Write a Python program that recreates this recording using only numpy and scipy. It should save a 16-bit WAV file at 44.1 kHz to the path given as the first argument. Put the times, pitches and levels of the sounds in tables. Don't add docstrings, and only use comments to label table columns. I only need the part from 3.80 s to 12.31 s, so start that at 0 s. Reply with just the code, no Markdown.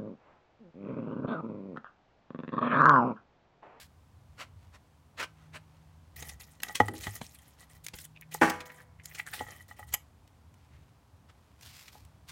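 import sys
import numpy as np
from scipy import signal
from scipy.fft import rfft, irfft
from scipy.io import wavfile
from scipy.ndimage import uniform_filter1d

SR = 44100
rng = np.random.default_rng(int(sys.argv[2]) if len(sys.argv) > 2 else 0)


def persist_wave(psi):
    counts = np.round(np.clip(psi, -1, 1) * 32767).astype(np.int16)
    wavfile.write(sys.argv[1], SR, np.atleast_2d(counts).T)


N = 375291
T = np.arange(N) / SR


def undb(db):
    return 10 ** (np.asarray(db) / 20)


def unit(x):
    return x / np.sqrt(np.mean(x ** 2))


def add(out, s, x):
    i = int(round(s * SR))
    x = x[max(-i, 0):max(N - i, 0)]
    out[max(i, 0):max(i, 0) + len(x)] += x


def colour(x, spectrum, tilt_db=0, ripple_db=0):
    size = 4096
    octave = np.log2(np.maximum(np.arange(size // 2 + 1) * SR / size, 10))
    hz, db = np.transpose(spectrum)
    ripple = ripple_db * np.interp(octave, np.linspace(8, 14, 40), rng.standard_normal(40))
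    tilt = tilt_db * np.maximum(octave, np.log2(hz[0]))
    gain = unit(undb(np.interp(octave, np.log2(hz), db) + tilt + ripple))
    cepstrum = irfft(np.log(gain))
    cepstrum[1:size // 2] *= 2
    cepstrum[size // 2 + 1:] = 0
    return signal.fftconvolve(x, irfft(np.exp(rfft(cepstrum))))[:len(x)]


def resonate(x, hz, q):
    b, a = signal.iirpeak(min(hz, SR / 2.5), max(q, 1), fs=SR)
    return unit(signal.lfilter(b, a, signal.lfilter(b, a, x)))


def wander(rate):
    hold = max(int(SR / rate), 1)
    stairs = np.repeat(rng.standard_normal(N // hold + 1), hold)
    return 1.3 * uniform_filter1d(uniform_filter1d(stairs, hold), hold)[:N]


def grains(n, rate, spread_db):
    draw = rng.random(n) * SR / rate
    breaks = draw < 1
    size = np.full(n, 1e-9)
    size[breaks] = undb(spread_db * np.minimum(-np.log(draw[breaks]), 4))
    return unit(size * rng.standard_normal(n))


def ring(modes, weight, length=1, pitch=1):
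    hz, db, t60 = np.transpose(modes)
    out = np.zeros(int(.7 * SR))
    for f, gain, decay in zip(hz * pitch, undb(db) * weight, t60 * length):
        t = T[:min(int(2 * decay * SR), len(out))]
        out[:len(t)] += gain * np.exp(-np.log(1000) * t / decay) * np.sin(2 * np.pi * f * t)
    return out


# f/Hz, level/dB
RUMBLE_BANDS = [(42, -14.5), (56, -9.5), (70, -1), (85, 2), (106, -7.5), (130, -3), (175, -12.5)]
# t/s, crest level/dB, half length/s
RUMBLE_SWELLS = [(.85, -62, 0.17), (2.49, -53, 0.13), (3.199, -49.5, .17), (5.68, -53, 0.094),
                 (6.11, -53.5, 0.027), (6.97, -51.5, 0.048)]
def rumble(floor_db=-59.5):
    swell_power = sum(undb(db) ** 2 * np.exp(-((T - s) / half) ** 2) for s, db, half in RUMBLE_SWELLS)
    bands = 0
    for hz, db in RUMBLE_BANDS:
        bands += undb(db + 4 * wander(7)) * resonate(rng.standard_normal(N), hz, q=3)
    return np.sqrt(undb(floor_db) ** 2 + swell_power) * unit(bands)


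# t/s, level/dB
HUM_LEVELS = [(0, -78), (.8, -80), (1.6, -57.5), (3.5, -69), (4.5, -56.5), (6.2, -71), (7.7, -80),
              (8.5, -67.5)]
def hum(hz=157):
    level_db = np.interp(T, *np.transpose(HUM_LEVELS)) + 2.5 * wander(12)
    phase = 2 * np.pi * np.cumsum(hz + 1.5 * wander(21)) / SR
    return undb(level_db) * np.sin(phase)


# f/Hz, level/dB
AIR_SPECTRUM = [(120, -26), (200, -2.5), (305, -4.5), (328, -10.5), (519, -11), (671, -9.5), (968, -9),
                (1350, -15), (2050, -20.5), (8900, -29), (16000, -34)]
def air(db=-67.5):
    breeze_db = .7 * wander(1.2)
    return undb(db + breeze_db) * unit(colour(rng.standard_normal(N), AIR_SPECTRUM))


# f/Hz, level/dB
LEAF_SPECTRUM = [(300, -10.5), (900, -1.5), (2300, 1), (4000, -2.5), (7000, -5.5), (10000, -10),
                 (15500, -14)]
def leaf_litter(db=-78.5):
    stirring = undb(4 * wander(9))
    ticks = grains(N, rate=1600, spread_db=1.26) * stirring
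    return undb(db) * unit(colour(ticks, LEAF_SPECTRUM, tilt_db=-2.5))


def footfalls(steps, spectrum, tilt_db, rate, spread_db):
    out, lead_s = np.zeros(N), .2
    t = T[:int(2 * lead_s * SR)] - lead_s
    for s, db, half_ms in steps:
        age = t * 1000 / half_ms
        trail = undb(-19.5) * np.exp(-np.maximum(age - .6, 2 * (.6 - age)) / 2)
        pressure = np.exp(-.74 * age ** 2) + trail
        rush = grains(len(t), rate, spread_db) * pressure
        add(out, s - lead_s, undb(db) * colour(rush, spectrum, tilt_db, ripple_db=2))
    return out


# t/s, crest level/dB, half length/ms
LEAF_STEPS = [(.012, -52, 26.5), (7.828, -52, 8), (7.885, -55, 49), (7.968, -54, 66), (8.11, -61, 86),
              (8.496, -45.5, 11)]
def leaf_steps():
    crunch = undb(2.5 * wander(110))
    return crunch * footfalls(LEAF_STEPS, LEAF_SPECTRUM, tilt_db=1.7, rate=5000, spread_db=-1.5)


# f/Hz, level/dB
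GRIT_SPECTRUM = [(120, -15), (200, -7), (310, -4.5), (373, -9.5), (569, -1.5), (867, -9), (1000, -3.5),
                 (2020, -7), (2400, -10.5), (3430, -16.5), (8420, -31), (16000, -47.5)]
# t/s, crest level/dB, half length/ms
SHOE_SCUFFS = [(.612, -42, 19.8), (.950, -56, 14.5), (1.388, -43.5, 10.2), (1.406, -33, 10.6),
               (1.431, -36, 15.2), (1.615, -67.5, 55), (1.757, -45, 15.6), (6.95, -67.5, 30),
               (7.50, -59, 9.3)]
def shoe_scuffs():
    return footfalls(SHOE_SCUFFS, GRIT_SPECTRUM, tilt_db=3, rate=14000, spread_db=2.5)


# t/s, crest level/dB, resonance f/Hz
BARK_CREAKS = [(4.367, -55.5, 2640), (4.427, -55.5, 2120), (4.905, -48, 1830), (5.0, -52.5, 1690),
               (5.206, -54.5, 2044), (5.317, -50, 2090), (5.398, -37, 2070), (5.476, -46.5, 1630),
               (5.537, -42, 1670), (5.589, -46, 3240)]
def bark_creaks(half_s=.0087):
    out, lead_s = np.zeros(N), .1
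    t = T[:int(2 * lead_s * SR)] - lead_s
    for s, db, hz in BARK_CREAKS:
        slips = resonate(grains(len(t), rate=770, spread_db=0), hz, q=2.6)
        add(out, s - lead_s, undb(db) * slips * np.exp(-(t / half_s) ** 2 / 2))
    return out


def fractures(cracks, spectrum):
    out, lead_s = np.zeros(N), .02
    t = T[:SR // 4] - lead_s
    crumbs = undb(-23) * (t > 0) * np.exp(-np.abs(t) / .012)
    for s, db, decay_ms, tilt_db in cracks:
        age = np.where(t < 0, -t * 2 / min(decay_ms, 5), t / decay_ms) * 1000
        fibres = grains(len(t), rate=26000, spread_db=4.5) * (np.exp(-age) + crumbs)
        add(out, s - lead_s, undb(db) * colour(fibres, spectrum, tilt_db, ripple_db=3))
    return out


# f/Hz, level/dB
FLAKE_SPECTRUM = [(300, -23), (900, -20.5), (2000, -3), (3300, -3), (4800, -4.5), (6500, -1.5), (9800, -3),
                  (12500, -5), (16000, -5)]
# t/s, crest level/dB, decay/ms, tilt/(dB per octave)
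SHARP_CRACKS = [(2.426, -35.5, 3.5, -6.5), (2.486, -31, 1.7, 11.5), (2.494, -39, 6.6, -1.5),
                (2.803, -42, 2, -6.5), (2.834, -24.5, 1.7, -3.5), (2.886, -35, 3.5, -6.5),
                (2.954, -30.5, 12.8, -4), (3.003, -35, 7.2, -4.5), (3.083, -38.5, 3.7, -1),
                (3.236, -39.5, 24, -4), (3.27, -32.5, 5.9, -10), (3.416, -33, 4.2, -9),
                (4.045, -45, 6.4, 2), (4.066, -29.5, 1.75, -3), (4.085, -38, 2.3, -3),
                (4.140, -38, 4.9, -7), (4.188, -41.5, 3.8, -4), (4.412, -42, 1.8, 5.5),
                (4.544, -34.5, 5, 1), (4.616, -31.5, 56, -6.5), (4.699, -29.5, 5.8, -4.5),
                (4.806, -37, 8.7, -7.5), (5.2567, -36.5, 2.3, 0.5), (5.351, -40, 7.9, -4.5),
                (5.386, -41, 12.5, -3), (5.536, -37.5, 24, -2), (6.128, -39.5, 7, -4),
                (6.477, -56, 2.1, -4), (6.742, -56.5, 1.8, -2.5), (7.811, -46.5, 1.4, -4),
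                (8.082, -45.5, 6.8, -6), (8.251, -55, 1.34, -1)]
def sharp_cracks():
    return fractures(SHARP_CRACKS, FLAKE_SPECTRUM)


# f/Hz, level/dB
SPLINTER_SPECTRUM = [(500, -16), (2200, 1.5), (3100, 1), (3700, -7.5), (4700, -10), (5500, -8.5),
                     (6600, 0.5), (8000, -5), (10200, -8), (11300, 8), (13200, 3.5), (16000, -18.5)]
# t/s, crest level/dB, decay/ms, tilt/(dB per octave)
SPLINTER_SNAPS = [(2.8335, -23.5, 0.84, 1.5), (6.1405, -22, 3.9, 0), (6.146, -26, 2.15, -1)]
def splinter_snaps():
    return fractures(SPLINTER_SNAPS, SPLINTER_SPECTRUM)


def bark_crackle():
    out = 0
    for hz in np.geomspace(910, 14500, num=12):
        bursts = undb(4.5 * wander(70))
        out += np.sqrt(hz) * resonate(grains(N, rate=2000, spread_db=3.5) * bursts, hz, q=3.5)
    return colour(out, FLAKE_SPECTRUM)


# f/Hz, level/dB, t60/s
LOG_MODES = [(103.5, -10, 0.52), (207, -19, 0.14), (268, -7, 0.056), (441, -17.5, 0.037),
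             (502, -6.5, 0.039), (575, -1.5, .022), (775, 3, 0.024), (836, -5, 0.071), (906, -13.5, 0.023),
             (1252, -4.5, .028), (1350, -6.5, 0.017), (1860, -13.5, .025), (1934, 0, 0.033),
             (1960, -21, 0.044), (2335, -33.5, 0.022), (3040, -15, .032)]
LOG_HZ = np.transpose(LOG_MODES)[0]
def log_scrape(slips):
    wood = ring(LOG_MODES, weight=1 / (1 + (2700 / LOG_HZ) ** 2), length=.8)
    return signal.fftconvolve(slips, wood / np.linalg.norm(wood))[:N]


def shove(length_s, attack_s, sag_db_per_s=25.5, release_s=.011):
    t = T[:SR] - attack_s
    after = np.maximum(t - length_s, 0)
    attack = np.clip(1 + t / attack_s, 0, 1) ** 2
    sag = undb(-sag_db_per_s * np.maximum(t, 0))
    settling = undb(-15) * np.exp(-after / .06)
    return attack * sag * np.maximum(np.exp(-after / release_s), settling)


# t/s, length/s, crackle level/dB, ring level/dB
LOG_SHOVES = [(2.364, 0.037, -45.5, -53.5), (2.415, 0.13, -56.5, -54), (2.601, 0.039, -51.5, -63),
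              (2.671, 0.089, -64.5, -72), (2.821, 0.11, -54.5, -52), (3.018, 0.098, -58, -67.5),
              (3.137, 0.053, -48.5, -62), (3.204, 0.14, -49.5, -53), (3.355, 0.025, -48.5, -57),
              (3.425, .13, -57, -69), (3.589, .16, -63.5, -71.5), (3.789, 0.048, -59.5, -65),
              (3.898, 0.071, -61, -65), (4.154, 0.099, -53, -79), (4.515, 0.075, -50.5, -57),
              (4.857, 0.17, -60.5, -57.5), (5.237, 0.2, -58, -61.5), (5.466, 0.15, -54, -59),
              (5.575, 0.14, -57.5, -50), (5.71, 0.12, -62.5, -62), (5.885, 0.047, -61.5, -65.5),
              (5.967, 0.067, -60, -60), (6.07, .05, -66, -72)]
def log_drag(attack_s=.0066):
    bark_gain, ring_gain = np.zeros(N), np.zeros(N)
    for s, length_s, bark_db, ring_db in LOG_SHOVES:
        force = shove(length_s, attack_s)
        add(bark_gain, s - attack_s, undb(bark_db) * force)
        add(ring_gain, s - attack_s, undb(ring_db) * force)
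    catches = undb(2.5 * wander(70))
    crumbs = undb(-10.5) * colour(grains(N, rate=90, spread_db=.5), FLAKE_SPECTRUM)
    bark = unit(bark_crackle() * catches) + crumbs
    slips = unit(grains(N, rate=900, spread_db=1.5) * catches)
    return bark * bark_gain + log_scrape(slips * ring_gain)


# f/Hz, level/dB, t60/s
CHAIR_MODES = [(150.3, -20, 0.58), (199, -4.5, 0.072), (251.2, 2, 0.2), (323, 4, 0.2), (431, -6.5, 0.17),
               (497, -15.5, 0.87), (646, -10.5, .2), (770, -23.5, 0.23), (822, 5, 0.3), (883, -6, .3),
               (988, -17.5, 0.87), (1147, -5.5, 0.39), (1207, -17.5, 0.72), (1374, -10.5, 0.45),
               (1534, -1, 0.25), (1555, -14.5, 0.57), (1637, -10.5, 0.53), (1737, -4, .22), (1816, 0, .25),
               (1857, -13, 0.57), (1880, -10, 0.29), (2208, -15, 0.77), (2327, -10, .28), (2620, -8, 0.22),
               (2760, -13.5, 0.14), (3380, -17.5, 0.2)]
# t/s, peak ring level/dB, contact corner f/Hz, relative buzz level/dB before trim
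CHAIR_BUMPS = [(3.083, -36, 420, 17.5), (3.139, -39, 398, 10), (4.6140, -8.5, 3490, 2),
               (4.698, -33, 3500, 10)]
def chair_bumps(buzz_trim_db=-9, buzz_rise_s=.003):
    out, hz = np.zeros(N), np.transpose(CHAIR_MODES)[0]
    swing = (-1) ** np.arange(len(hz))
    for s, db, corner_hz, buzz_db in CHAIR_BUMPS:
        steel = ring(CHAIR_MODES, weight=swing / (1 + (hz / corner_hz) ** 2))
        steel /= np.abs(steel).max()
        t = T[:len(steel)]
        rise = 1 - np.exp(-t / buzz_rise_s)
        settle = np.exp(-t / .032) + undb(-28) * np.exp(-t / .15)
        buzz = joint_buzz(rise * settle, corner_hz)
        add(out, s, undb(db) * (steel + undb(buzz_db + buzz_trim_db) * buzz))
    return out


# f/Hz, level/dB
BUZZ_SPECTRUM = [(90, -17.5), (200, -2), (330, -5.5), (700, -2), (1020, -5), (1700, -4), (2500, -15),
                 (3600, -27.5), (8000, -16.5)]
def joint_buzz(envelope, corner_hz):
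    chatter = grains(len(envelope), rate=12000, spread_db=5) * envelope
    band = signal.butter(2, [130, corner_hz], "band", fs=SR, output="sos")
    return signal.sosfilt(band, colour(chatter, BUZZ_SPECTRUM))


# t/s, peak level/dB, centre of the excited band f/Hz, ring length/factor
LOG_KNOCKS = [(2.425, -45, 900, 0.64), (2.833, -32.5, 2020, 1.3), (2.894, -32, 1460, 1.8),
              (3.002, -5, 744, 0.84), (3.083, -22.5, 2250, 0.84), (3.139, -39.5, 1510, 0.65),
              (3.268, -27, 1850, 1.4), (3.275, -36.5, 110, 0.52), (3.4148, -26.5, 685, 0.11),
              (4.135, -45, 584, 1.1), (4.547, -27, 890, .5), (5.395, -29.5, 2120, 0.74),
              (5.538, -33.5, 1310, 1.1), (5.608, -25, 560, 1.1), (5.666, -39.5, 1490, 1.14),
              (5.806, -41.5, 2390, .9), (5.911, -35.5, 1680, 1.1), (5.992, -39.5, 960, 2.1),
              (6.028, -37.5, 1900, 0.97), (6.140, -28, 1960, 1.37), (8.152, -46, 806, 1.24)]
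def log_knocks(full_scale_octaves=2.2, halving_db=31.5):
    out = np.zeros(N)
    for s, db, centre_hz, length in LOG_KNOCKS:
        octaves = full_scale_octaves * 2 ** (db / halving_db)
        weight = 1 / (1 + (np.log2(LOG_HZ / centre_hz) / octaves) ** 4)
        wood = ring(LOG_MODES, weight, length, pitch=1 + .0035 * rng.standard_normal())
        wood *= 1 - np.exp(-T[:len(wood)] / .0025)
        add(out, s, wood * undb(db) / np.abs(wood).max())
    return out


def yard_echoes(x, db, t60):
    t = T[:SR // 2]
    tail = rng.standard_normal(len(t)) * np.exp(-np.log(1000) * t / t60) * (t > .006)
    tail = signal.sosfilt(signal.butter(1, 6000, fs=SR, output="sos"), tail)
    return x + undb(db) * signal.fftconvolve(x, tail / np.linalg.norm(tail))[:N]


def scene():
    feet = leaf_steps() + shoe_scuffs()
    blows = log_knocks() + chair_bumps()
    crackles = sharp_cracks() + splinter_snaps() + bark_creaks() + log_drag()
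    near = yard_echoes(feet + blows + crackles + leaf_litter(), db=-21.5, t60=.19)
    return (near + rumble() + hum() + air())[None]


def record(dry):
    low_cut = signal.butter(3, 45, "high", fs=SR, output="sos")
    top_cut = signal.ellip(10, .2, 80, 16000, fs=SR, output="sos")
    return signal.sosfilt(top_cut, signal.sosfilt(low_cut, dry))


dry = scene()
out = record(dry)
persist_wave(out)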